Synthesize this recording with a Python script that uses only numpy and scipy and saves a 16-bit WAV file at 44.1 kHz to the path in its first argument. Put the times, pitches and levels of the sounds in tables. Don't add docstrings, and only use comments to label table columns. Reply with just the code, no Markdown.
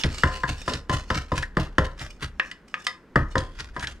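import sys
import numpy as np
from scipy import signal
from scipy.fft import rfft, irfft, next_fast_len
from scipy.io import wavfile

SR = 44100
rng = np.random.default_rng(int(sys.argv[2]) if len(sys.argv) > 2 else 0)


def pcm_store(signal):
    levels = np.round(np.clip(np.atleast_2d(signal), -1, 1) * 32767)
    wavfile.write(sys.argv[1], SR, levels.astype(np.int16).T)


N = 176400
T = np.arange(SR * 3 // 4) / SR
HZ = np.fft.rfftfreq(2 * len(T), 1 / SR)

# start in seconds, levels in dB of table thump, dull knock (played 4 dB up),
# bowl ring, wooden clack and hard click, clack pitch in Hz, ring length as a factor.
BLOWS = [(0.04, -15, -25.5, -53, -26, -29, 1940, .5), (0.2341, -15, -22.5, -23.5, -10, -25, 1344, 1.5),
         (0.4344, -26, -34.5, -20, -17.5, -44, 1640, 0.4), (.678, -33, -24, -19, -25.5, -28, 1380, 0.37),
         (0.8947, -25.5, -23.5, -22, -24, -27, 1700, 0.71), (1.102, -23, -25, -19, -18, -27.5, 1325, 0.39),
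         (1.3177, -21, -25.5, -20, -31.5, -37, 1050, .55), (1.568, -17, -20, -27, -17.5, -31, 1200, 0.61),
         (1.782, -15.5, -18.5, -21, -11, -23, 1340, 0.81), (3.157, -13.5, -16.5, -46, -10, -29.5, 1248, .8),
         (3.354, -22, -21, -22, -16, -34.5, 1230, 0.83),
         (3.7635, -35, -32.5, -28, -27.5, -41.5, 1626, 0.42)]
# frequency in Hz, gain in dB.
CLACK_EQ = [(200, -27.5), (700, -23.5), (950, -6), (1550, -3), (1780, 1.5), (2050, -5), (2400, -50.5),
            (3400, -19), (4200, -75.5), (15000, -107)]
KNOCK_EQ = [(60, -8.5), (160, -1), (260, -3.5), (600, -7), (1100, -25), (2500, -29.5), (8000, -55)]
CLICK_EQ = [(200, -15.5), (1500, -24), (2000, 8.5), (2450, -10), (2950, 3.5), (4200, -9), (5000, -2),
            (5800, -11.5), (8500, -16.5), (16000, -45.5)]
# mode frequency in Hz, relative level in dB, t60 in seconds.
TABLE_MODES = [(32.4, -11, 0.77), (65.7, -0.5, 0.3), (88.1, -2.5, 0.25), (133.4, 2.5, 0.16),
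               (181, -7.5, .14), (249.3, -10.5, 0.12), (303.2, -7, 0.12)]
def pounding():
    out = np.zeros((2, N))
    thump_lag_s = 0.0037
    for start, thump_db, knock_db, ring_db, clack_db, click_db, hz, ring_length in BLOWS:
        clack_eq = curve(CLACK_EQ, HZ) + peak(hz, width_hz=38, db=8.5)
        clack = amp(clack_db) * burst(clack_eq, attack=0.0017, t60=0.015)
        knock = amp(knock_db + 4) * burst(curve(KNOCK_EQ, HZ), attack=0.0012, t60=0.147)
        click = amp(click_db) * burst(curve(CLICK_EQ, HZ), attack=0.00085, t60=0.027)
        bowl = amp(ring_db) * ring(bottom_modes(ring_length), attack=0.00087, scatter_db=1.9)
        add_in_room(out, start, clack + knock + hollow(click, wall_db=-4.5) + bowl, room_db=-8)
        thump = amp(thump_db) * ring(TABLE_MODES, attack=0.0018)
        add_in_room(out, start + thump_lag_s, thump, room_db=-12.5)
    return out


# mode frequency in Hz, relative level in dB when struck at the
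# bottom, the same when struck on the wall, base t60 in seconds.
BOWL_MODES = [(523, -6, -15, 0.24), (728, -17, -18.5, 0.19), (971, -7.5, -16, 0.24), (1031, -2.5, -8, 0.31),
              (1055.6, -7.5, -12.5, 0.16), (1228, -3.5, 4, 0.066), (1355, -23.5, -3, 0.083),
              (1756, -15, -9, 0.072), (1997, -16.5, -11, 0.14), (2470, -47, -0.5, 0.033),
              (2933, -44, 3, 0.036), (3630, -20, -6, 0.13), (4360, -36, -5.5, 0.059),
              (5100, -28.5, -13, 0.2), (5320, -33, -18, .045)]
def bottom_modes(ring_length):
    return [(hz, db, t60 * ring_length) for hz, db, _, t60 in BOWL_MODES]


def wall_modes():
    return [(hz, db, t60) for hz, _, db, t60 in BOWL_MODES]


# peak time in seconds, level in dB (played 3.5 dB up), rise and fall in seconds,
# level of the push on the table in dB.
SQUELCHES = [(0.044, -41, 0.054, 0.34, -48), (.362, -38.5, 0.11, 0.083, -45),
             (0.499, -33, 0.056, 0.15, -20.5), (0.745, -35.5, 0.15, 0.071, -25),
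             (0.941, -29.5, 0.053, 0.11, -16.5), (1.164, -31.5, 0.082, 0.11, -19.5),
             (1.383, -31.5, 0.1, 0.095, -22.5), (1.6, -38, 0.049, 0.13, -19), (1.848, -41.5, .1, 0.12, -39),
             (2.016, -35.5, 0.05, 0.099, -28.5), (2.232, -32, 0.037, 0.054, -24),
             (3.21, -55.5, 0.11, 0.15, -19), (3.385, -42.5, 0.028, 0.24, -23.5),
             (3.602, -40, 0.076, 0.14, -35), (3.831, -35.5, 0.098, 0.043, -28.5),
             (3.876, -42.5, 0.021, 0.16, -43)]
# frequency in Hz, gain in dB.
PASTE_EQ = [(80, -6), (200, -6.5), (750, -5), (1650, 0.5), (2250, -5.5), (2960, -3), (5040, -9),
            (9750, -21), (16000, -41.5)]
def mashing():
    out = np.zeros((2, N))
    for peak_s, db, rise, fall, push_db in SQUELCHES:
        crackle = grains(PASTE_EQ, rise, fall, ticks_per_s=1300, clump_db=4.5, hiss=0.18)
        squelch = amp(db + 3.5) * hollow(crackle, wall_db=-1)
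        add_in_room(out, peak_s - rise, squelch, room_db=-14.5)
        push = amp(push_db) * ring(TABLE_MODES, attack=0.0066)
        add_in_room(out, peak_s - 0.008, push, room_db=-24)
    return out


# start in seconds, level in dB, centre frequency in Hz.
SNAPS = [(0.0356, -19.5, 3020), (0.48, -40, 3800), (0.7354, -26.5, 3930), (1.145, -35, 3820),
         (1.993, -36.5, 3700), (2.2422, -36, 3420), (3.38, -27, 3950), (3.603, -30.5, 3430),
         (3.795, -35.5, 3900), (3.871, -26.5, 3340)]
def snapping():
    out = np.zeros((2, N))
    for start, db, hz in SNAPS:
        octaves_off = np.log2((HZ + 1) / hz)
        band_eq = np.maximum(-13 * octaves_off ** 2, -50)
        crack = burst(band_eq, attack=0.0004, t60=0.017)
        add_in_room(out, start, amp(db) * hollow(crack, wall_db=-4), room_db=-13)
    return out


# start in seconds, level in dB, pitch in Hz.
POPS = [(1.424, -20.5, 1810), (3.839, -26, 1930), (3.871, -30, 1640)]
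def popping():
    out = np.zeros((2, N))
    for start, db, hz in POPS:
        pocket_eq = curve(PASTE_EQ, HZ) + peak(hz, width_hz=270, db=17.5)
        add_in_room(out, start, amp(db) * burst(pocket_eq, attack=0.005, t60=0.037), room_db=-13.5)
    return out


# peak time in seconds, level in dB, rise and fall in seconds.
SCRAPES = [(.005, -31.5, 0.028, 0.052), (0.194, -38, 0.17, 0.4), (0.599, -40.5, 0.1, 0.074),
           (0.676, -37.5, 0.1, 0.16), (1.091, -51, 0.11, 0.28), (2.108, -49, 0.059, 0.11),
           (2.489, -51.5, 0.16, 0.052), (2.681, -55, .01, 0.13), (2.797, -48, 0.041, 0.069),
           (2.852, -44.5, .03, 0.048), (3.317, -50, 0.076, 0.078)]
# frequency in Hz, gain in dB.
GRIT_EQ = [(200, -3), (1000, -2), (2600, -2), (4300, -7.5), (5400, -0.5), (8400, -8), (10500, -22),
           (12500, -18), (16000, -51)]
def scraping():
    out = np.zeros((2, N))
    upper_modes = [(hz, db, t60) for hz, db, t60 in wall_modes() if hz > 2000]
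    for peak_s, db, rise, fall in SCRAPES:
        friction = grains(GRIT_EQ, rise, fall, ticks_per_s=3300, clump_db=7.5, hiss=0.35)
        grit = hollow(friction, wall_db=1.5)
        singing = convolved(grit, ring(upper_modes, attack=0.0005))
        singing = amp(-3.5) * with_energy(singing, np.sum(grit[0] ** 2) / SR)
        add_in_room(out, peak_s - rise, amp(db) * (grit + singing), room_db=-17)
    return out


# start in seconds, levels in dB of wooden tock, bowl ring and hard click,
# pitch of the struck spot in Hz.
TAPS = [(2.397, -13, -31, -42, 1854), (2.5132, -35, -41, -32, 1974), (2.7414, -19.5, -35.5, -37.5, 1240),
        (2.867, -22.5, -21.5, -17.5, 1975)]
# frequency in Hz, gain in dB.
TOCK_EQ = [(150, -22), (950, -17.5), (1220, -1), (1400, -12.5), (1700, 3.5), (2150, -8.5), (2550, -2.5),
           (3200, -13.5), (12000, -59)]
def tapping():
    out = np.zeros((2, N))
    for start, tock_db, ring_db, click_db, spot_hz in TAPS:
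        spot_eq = peak(spot_hz, width_hz=37, db=8.5)
        tock = amp(tock_db) * burst(curve(TOCK_EQ, HZ) + spot_eq, attack=0.00013, t60=0.013)
        click = amp(click_db) * burst(curve(CLICK_EQ, HZ) + spot_eq, attack=0.00014, t60=0.038)
        tilt_db_per_octave = 0.13 * (click_db - tock_db)
        modes = [(hz, db + tilt_db_per_octave * np.log2(hz), t60) for hz, db, t60 in wall_modes()]
        bowl = amp(ring_db) * ring(modes, attack=0.0013)
        add_in_room(out, start, tock + click + bowl, room_db=-9.5)
    return out


def hollow(x, wall_db, t60=0.024):
    reflections = rng.standard_normal(len(T)) * amp(-60 * T / t60)
    echo = amp(wall_db) * with_energy(reflections, 1 / SR)
    echo[0] = 1
    return convolved(x, with_energy(echo, 1 / SR))


# frequency in Hz, t60 in seconds.
ROOM_DECAY = [(100, 0.33), (1300, 0.32), (3500, 0.21), (16000, 0.24)]
def add_in_room(out, start, x, room_db):
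    hz, t, noise = signal.stft(rng.standard_normal((2, SR // 2)), SR, nperseg=256)
    decay = amp(-60 * t / curve(ROOM_DECAY, hz)[:, None])
    onset = 1 - np.exp(-t / 0.0014)
    tail = signal.istft(noise * decay * onset, SR, nperseg=256)[1]
    wet = x + amp(room_db) * convolved(x, spread(with_energy(tail, 1 / SR)))
    i = round(start * SR)
    wet = wet[:, max(-i, 0):N - i]
    out[:, max(i, 0):][:, :wet.shape[1]] += wet


# frequency in Hz, gain in dB.
ROCKING_EQ = [(20, -23), (48, -10), (250, -52.5), (2000, -100)]
# time in seconds, gain in dB.
ROCKING_FADER = [(1.899, -13), (2.35, -13), (2.52, -27), (3.05, -37), (3.199, -9)]
def table_rocking():
    fader_db = np.interp(np.arange(N) / SR, *np.transpose(ROCKING_FADER))
    return amp(-35.5 + fader_db) * noise_bed(ROCKING_EQ)


# frequency in Hz, gain in dB.
AIR_EQ = [(25, -5.5), (110, -7), (190, 1.5), (520, -8.5), (700, -16.5), (1500, -13.5), (2500, -24),
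          (16000, -49.5)]
def room_air():
    return amp(-54) * noise_bed(AIR_EQ)


def burst(eq_db, attack, t60):
    envelope = (1 - np.exp(-T / attack)) * amp(-60 * T / t60)
    noise = rng.standard_normal(len(T))
    for _ in range(3):
        phase = np.angle(rfft(noise * envelope, 2 * len(T)))
        flat = irfft(np.exp(1j * phase))[:len(T)]
        noise = flat / np.maximum(envelope, envelope.max() / 20)
    return with_energy(equalised(noise * envelope, eq_db), 0.004)


def ring(modes, attack, scatter_db=1.5):
    hz, db, t60 = np.transpose(modes)[:, :, None]
    gain = amp(db + scatter_db * rng.standard_normal(hz.shape))
    waves = np.sin(2 * np.pi * (hz * T + rng.random(hz.shape))) * amp(-60 * T / t60)
    onset = 1 - np.exp(-T / attack)
    return np.sqrt(2) * (gain * waves).sum(0) / np.linalg.norm(gain) * onset


def grains(eq, rise, fall, ticks_per_s, clump_db, hiss, clumps_per_s=220):
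    size = (2, len(T))
    clump_sizes = np.clip(rng.standard_normal(clumps_per_s), -2, 2)
    clumps = np.interp(T * clumps_per_s, np.arange(clumps_per_s), clump_sizes)
    triggers = rng.random(size) < ticks_per_s / SR
    ticks = triggers * rng.standard_normal(size) * amp(clump_db * clumps)
    texture = ticks / ticks.std() + hiss * rng.standard_normal(size)
    envelope = amp(-30 * np.maximum((rise - T) / rise, (T - rise) / fall))
    swell = spread(equalised(texture * envelope, curve(eq, HZ)))
    return with_energy(swell, np.sum(envelope ** 2) / SR)


def noise_bed(eq):
    noise = spread(filtered(rng.standard_normal((2, N)), lambda hz: amp(curve(eq, hz))))
    return noise / noise.std()


# frequency in Hz, left-right correlation.
STEREO_LIKENESS = [(2000, 0.98), (4000, 0.69), (11000, 0.3)]
def spread(pair):
    angle = lambda hz: np.arccos(curve(STEREO_LIKENESS, hz)) / 2
    mid, side = filtered(pair, lambda hz: np.array([np.cos(angle(hz)), np.sin(angle(hz))]))
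    return np.array([mid + side, mid - side])


def amp(db):
    return 10 ** (np.asarray(db) / 20)


def curve(points, hz):
    point_hz, values = np.transpose(points)
    return np.interp(np.log(hz + 1), np.log(point_hz + 1), values)


def peak(hz, width_hz, db):
    return db / (1 + ((HZ - hz) / width_hz) ** 2)


def with_energy(x, seconds):
    return x * np.sqrt(seconds * SR / (np.mean(np.sum(x ** 2, -1)) + 1e-20))


def convolved(x, impulse):
    return signal.fftconvolve(np.atleast_2d(x), np.atleast_2d(impulse), axes=1)[:, :len(T)]


def filtered(x, response):
    n = x.shape[-1]
    padded = next_fast_len(n + 8192)
    return irfft(rfft(x, padded) * response(np.fft.rfftfreq(padded, 1 / SR)), padded)[..., :n]


def equalised(x, eq_db):
    cepstrum = irfft(np.log(amp(eq_db)))
    cepstrum[1:len(T)] *= 2
    cepstrum[len(T) + 1:] = 0
    return irfft(rfft(x, len(cepstrum)) * np.exp(rfft(cepstrum)))[..., :len(T)]


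# frequency in Hz, left minus right in dB.
BALANCE = [(350, 0), (740, 1.7), (1200, 3.5), (2000, 3), (2900, -3.5), (5500, -3.5), (8500, 3), (13000, -1)]
# frequency in Hz, lead of the left side in radians.
PHASE_LEAD = [(350, 0), (1000, -.4), (2000, -1.2), (3700, -1.3), (5200, 0), (10000, -.4), (13000, -2)]
def microphone_ports(hz):
    left_over_right = amp(curve(BALANCE, hz)) * np.exp(1j * curve(PHASE_LEAD, hz))
    return left_over_right ** np.array([[0.5], [-0.5]])


def scene():
    mortar = pounding() + mashing() + snapping() + popping() + scraping() + tapping()
    return filtered(mortar, microphone_ports) + room_air() + table_rocking()


def record(dry, top_hz=15900):
    return filtered(dry, lambda hz: hz < top_hz)


dry = scene()
out = record(dry)
pcm_store(out)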